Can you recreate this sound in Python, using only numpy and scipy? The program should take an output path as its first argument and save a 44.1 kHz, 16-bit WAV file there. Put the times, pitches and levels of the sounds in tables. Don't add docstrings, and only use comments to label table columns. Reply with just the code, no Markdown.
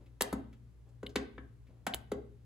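import sys
import numpy as np
from scipy import signal
from scipy.fft import rfft, irfft
from scipy.io import wavfile

SR = 44100
rng = np.random.default_rng(int(sys.argv[2]) if len(sys.argv) > 2 else 0)


def wrap_up_sound(samples):
    columns = np.atleast_2d(samples).T
    tamed = np.clip(columns, -1, 1)
    steps = np.round(tamed * 32767).astype(np.int16)
    wavfile.write(sys.argv[1], SR, steps)


N = 108045
T = np.arange(SR // 3) / SR


def amp(db):
    return 10 ** (np.asarray(db) / 20)


def read(points, hz):
    f, value = np.transpose(points)
    return np.interp(np.log(hz + 1), np.log(f + 1), value)


def evened(x):
    return x / np.sqrt(np.mean(x ** 2) + 1e-20)


def rise(t, rise_s):
    return 1 - np.exp(-t / rise_s)


def fade(t, t60_s):
    return np.exp(-np.log(1000) * t / t60_s)


def add(mix, start_s, sound):
    part = mix[:, round(start_s * SR):][:, :sound.shape[-1]]
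    part += sound[..., :part.shape[1]]


def noise(colour, size, alike):
    a, b = rng.standard_normal((2, size))
    c = np.clip(alike, -1, 1)
    spectra = rfft([a, c * a + np.sqrt(1 - c * c) * b])
    return evened(irfft(spectra * amp(read(colour, np.fft.rfftfreq(size, 1 / SR))), size))


def ring(modes):
    out = 0
    for k, (hz, db, t60_s) in enumerate(modes):
        out = out + (-1) ** k * amp(db) * fade(T, t60_s) * np.sin(2 * np.pi * hz * T)
    return out


def voiced(x, band_db, passes=3):
    edges_hz = [150, 240, 350, 560, 900, 1300, 2400, 5500, 16000]
    bands = list(zip(edges_hz, edges_hz[1:]))
    centres_hz = [np.sqrt(lo * hi) for lo, hi in bands]
    z, hz = np.fft.fft(x), abs(np.fft.fftfreq(len(T), 1 / SR))
    for _ in range(passes):
        powers = [np.sum(abs(z[:, (hz >= lo) & (hz < hi)]) ** 2) / z.size / len(T) for lo, hi in bands]
        missing_db = np.array(band_db) - 10 * np.log10(powers)
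        gain = amp(read(list(zip(centres_hz, missing_db)), hz))
        z = z * np.exp(np.conj(signal.hilbert(np.log(gain))))
    return np.fft.ifft(z).real


def clacks(level_db=-11.5):
    # (time [s], then level in each of 8 bands [dB rms before level_db])
    blows = [(0.2079, -46, -45.5, -37, -41, -42, -40.5, -40, -38),
             (0.3268, -37, -35.5, -42.5, -45, -47.5, -51.5, -58, -52),
             (1.0294, -49.5, -48, -44, -57, -59, -58.5, -68.5, -70.5),
             (1.1567, -40, -36, -35, -45.5, -45.5, -40.5, -41, -46.5),
             (1.379, -61, -50.5, -53.5, -62.5, -60, -55.5, -67.5, -90.5),
             (1.866, -43.5, -45.5, -48.5, -38.5, -46, -41.5, -46.5, -46.5),
             (2.1163, -43, -41, -34, -47, -54, -54, -57.5, -58.5)]
    # (frequency [Hz], relative level [dB], t60 [s])
    body_modes = [(165, -17, 0.17), (191.5, -3, .2), (224.7, -7.5, 0.31), (263.2, -8.5, 0.24),
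                  (326, -7.5, 0.083), (409.5, 2, 0.13), (511, 1, 0.059), (636, -4.5, 0.029),
                  (782, -5.5, 0.027), (1090, -9.5, 0.03), (1543.6, -3.5, 0.063), (1652, -11, 0.061),
                  (1910, -7, .04), (2855, -11, .04)]
    # (frequency [Hz], relative density [dB per Hz])
    clatter_colour = [(80, -26), (180, -5), (450, -5.5), (1000, -9.5), (2000, 9), (2450, -1), (3400, 1.5),
                      (5500, -10), (7200, -5), (8800, -10.5), (10700, -7.5), (13300, -15), (15500, -22.5)]
    body_rise_s = 0.0005
    clatter_db, clatter_rise_s, clatter_t60_s = 13.5, .0025, .029
    out = np.zeros((2, N))
    for s, *band_db in blows:
        clatter = noise(clatter_colour, len(T), alike=.88)
        clatter = clatter * rise(T, clatter_rise_s) * fade(T, clatter_t60_s)
        body = ring(body_modes) * rise(T, body_rise_s)
        add(out, s, amp(level_db) * voiced(body + amp(clatter_db) * clatter, band_db))
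    return out


def pings(left_db=0.5, rise_s=0.0006):
    # (time [s], level [dB])
    knocks = [(1.0644, -29), (1.0672, -23), (1.9379, -17.5), (1.9379, -27.5), (1.9412, -26.5)]
    # (frequency [Hz], relative level [dB], t60 [s])
    sleeve_modes = [(2170, -12.5, 0.0086), (2988, -9, 0.017), (3530, -2, 0.0037), (4000, 0.5, 0.003)]
    out = np.zeros((2, N))
    for s, db in knocks:
        add(out, s, amp([[db + left_db], [db - left_db]]) * ring(sleeve_modes) * rise(T, rise_s))
    return out


def snaps():
    # (time [s], level [dB])
    hits = [(0.2218, -16), (1.066, -48.5), (1.0748, -56.5), (1.9384, -42), (1.9453, -22.5)]
    # (frequency [Hz], relative density [dB per Hz])
    snap_colour = [(300, 8), (1500, -15.5), (2400, -28.5), (3200, -4), (4400, -1), (5400, -23), (7000, -4),
                   (8500, 6.5), (10000, 1), (12500, 2.5), (14000, -7), (16000, -14.5)]
    crack_s, ring_db, ring_t60_s = .00035, -14, .03
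    shape = np.exp(-(T / crack_s) ** 2 / 2) + amp(ring_db) * fade(T, ring_t60_s)
    out = np.zeros((2, N))
    for s, db in hits:
        add(out, s, amp(db) * shape * noise(snap_colour, len(T), alike=1.0))
    return out


def ticks(skirt_db=-14, rise_s=0.0035, t60_s=.07):
    # (time [s], level [dB], centre [Hz])
    touches = [(0.059, -65, 3070), (0.527, -60.5, 2740), (.53, -85, 6900), (0.887, -73, 7500),
               (1.091, -56.5, 5200), (1.667, -66.5, 2200)]
    out = np.zeros((2, N))
    for s, db, hz in touches:
        colour = [(hz / 10, skirt_db), (hz, 0), (hz * 2, skirt_db), (hz * 10, 2 * skirt_db)]
        add(out, s, amp(db) * noise(colour, len(T), alike=1.0) * rise(T, rise_s) * fade(T, t60_s))
    return out


def rustles(rise_s=0.0083, t60_s=.35):
    # (time [s], level [dB])
    shifts = [(0, -59.5), (.86, -64), (1.682, -60), (1.752, -67.5)]
    # (frequency [Hz], relative density [dB per Hz])
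    rustle_colour = [(80, -24.5), (200, 7.5), (330, 3.5), (700, -6), (1500, -21.5), (4000, -28.5),
                     (12000, -47)]
    out = np.zeros((2, N))
    for s, db in shifts:
        add(out, s, amp(db) * noise(rustle_colour, len(T), alike=1.0) * rise(T, rise_s) * fade(T, t60_s))
    return out


def garage(x):
    # (frequency [Hz], t60 [s])
    room_t60 = [(150, 0.65), (400, 0.41), (1000, 0.35), (3500, .5), (7000, 0.18), (14000, 0.29)]
    # (frequency [Hz], relative level [dB])
    room_colour = [(100, -11), (220, 1.5), (450, -1), (750, 0), (1500, -3), (4000, -10.5), (8000, -5),
                   (14000, -19)]
    # (frequency [Hz], gain [dB])
    room_width = [(120, -16.5), (300, -8.5), (700, 0.5), (3500, -1), (7000, -7.5), (16000, -21.5)]
    tail_rise_s, bass_hz, bass_rise_s = 0.004, 700, .03
    early_db, early_rise_s, early_t60_s = -8, 0.0016, 0.081
    t = np.arange(SR) / SR
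    hz, at, z = signal.stft(rng.standard_normal((2, SR)), SR, nperseg=256)
    t60_s = read(room_t60, hz)[:, None]
    unit_energy = np.sqrt(2 * np.log(1000) / t60_s / SR)
    z = z * fade(at, t60_s) * amp(read(room_colour, hz))[:, None] * unit_energy
    z = z * (1 - np.exp(-(at / bass_rise_s) ** 2 - (hz[:, None] / bass_hz) ** 4))
    tail = signal.istft(z, SR, nperseg=256)[1][:, :SR] * (1 - np.exp(-(t / tail_rise_s) ** 2))
    early = noise([(400, -15), (1500, 9.5), (12000, 0)], SR, alike=0)
    early = evened(early * fade(t, early_t60_s) * rise(t, early_rise_s)) / np.sqrt(SR)
    left, right = rfft(signal.fftconvolve(x, tail + amp(early_db) * early, axes=1), 2 * N)
    mid = left + right
    side = (left - right) * amp(read(room_width, np.fft.rfftfreq(2 * N, 1 / SR)))
    return irfft([mid + side, mid - side], 2 * N)[:, :N] / 2


def booms(left_db=1, rise_s=0.012):
    # (time [s], level [dB])
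    jolts = [(0.328, -39), (1.039, -45), (1.16, -43.5), (1.368, -46), (1.933, -41.5), (2.149, -42)]
    # (frequency [Hz], relative level [dB], t60 [s])
    boom_modes = [(64.2, -0.5, 0.55), (107.4, -7.5, 0.32), (138, -14, 0.9)]
    out = np.zeros((2, N))
    for s, db in jolts:
        add(out, s, amp(db) * rise(T, rise_s) * ring(boom_modes))
    return out * amp([[left_db], [-left_db]])


def drift():
    t = np.arange(N) / SR
    return evened(np.interp(t, np.linspace(0, t[-1], 20), rng.standard_normal(20)))


def motor_hum(waver=0.23, left_db=1):
    # (frequency [Hz], level before waver and left_db [dB rms])
    hum_lines = [(59.2, -61.5), (118.4, -60), (177.6, -78.5), (263.8, -82)]
    t = np.arange(N) / SR
    hum = np.zeros(N)
    for hz, db in hum_lines:
        gain = amp(db) * np.sqrt(2) * (1 + waver * drift())
        hum += gain * np.sin(2 * np.pi * (hz * t + rng.random()) + waver * drift())
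    return hum * amp([[left_db], [-left_db]])


def room_air(level_db=-62):
    # (frequency [Hz], relative density [dB per Hz])
    air_colour = [(20, -37), (40, -12.5), (62, -5), (86, -9), (125, -7), (160, -17), (260, -21.5),
                  (400, -24), (700, -34.5), (1800, -41), (5000, -48), (11000, -50.5), (16000, -60)]
    return amp(level_db) * noise(air_colour, N, alike=0.35)


def scene(ping_room_db=-14, snap_room_db=-5):
    body, ping, snap = clacks() + ticks() + rustles(), pings(), snaps()
    room = garage(body + amp(ping_room_db) * ping + amp(snap_room_db) * snap)
    return body + ping + snap + room + booms() + motor_hum() + room_air()


def record(dry):
    # (frequency [Hz], up on the left and down on the right [dB])
    balance = [(300, 0.6), (700, 1), (2500, 1), (5000, 0)]
    # (frequency [Hz], lead of the right [rad])
    port_phase = [(300, 0), (1500, .4), (3200, .9), (4400, .5), (5600, 1.7), (7000, .4), (9200, 2.7),
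                  (11300, .2), (13600, 2.8), (15600, .6)]
    edge_hz = 16500
    hz, sides = np.fft.rfftfreq(2 * N, 1 / SR), np.array([[1], [-1]])
    ports = amp(read(balance, hz) * sides) * np.exp(-.5j * read(port_phase, hz) * sides)
    heard = irfft(rfft(dry, 2 * N) * ports, 2 * N)[:, :N]
    lowpass = signal.firwin(255, edge_hz, window=("kaiser", 9), fs=SR)
    return signal.oaconvolve(heard, lowpass[None], "same")


dry = scene()
out = record(dry)
wrap_up_sound(out)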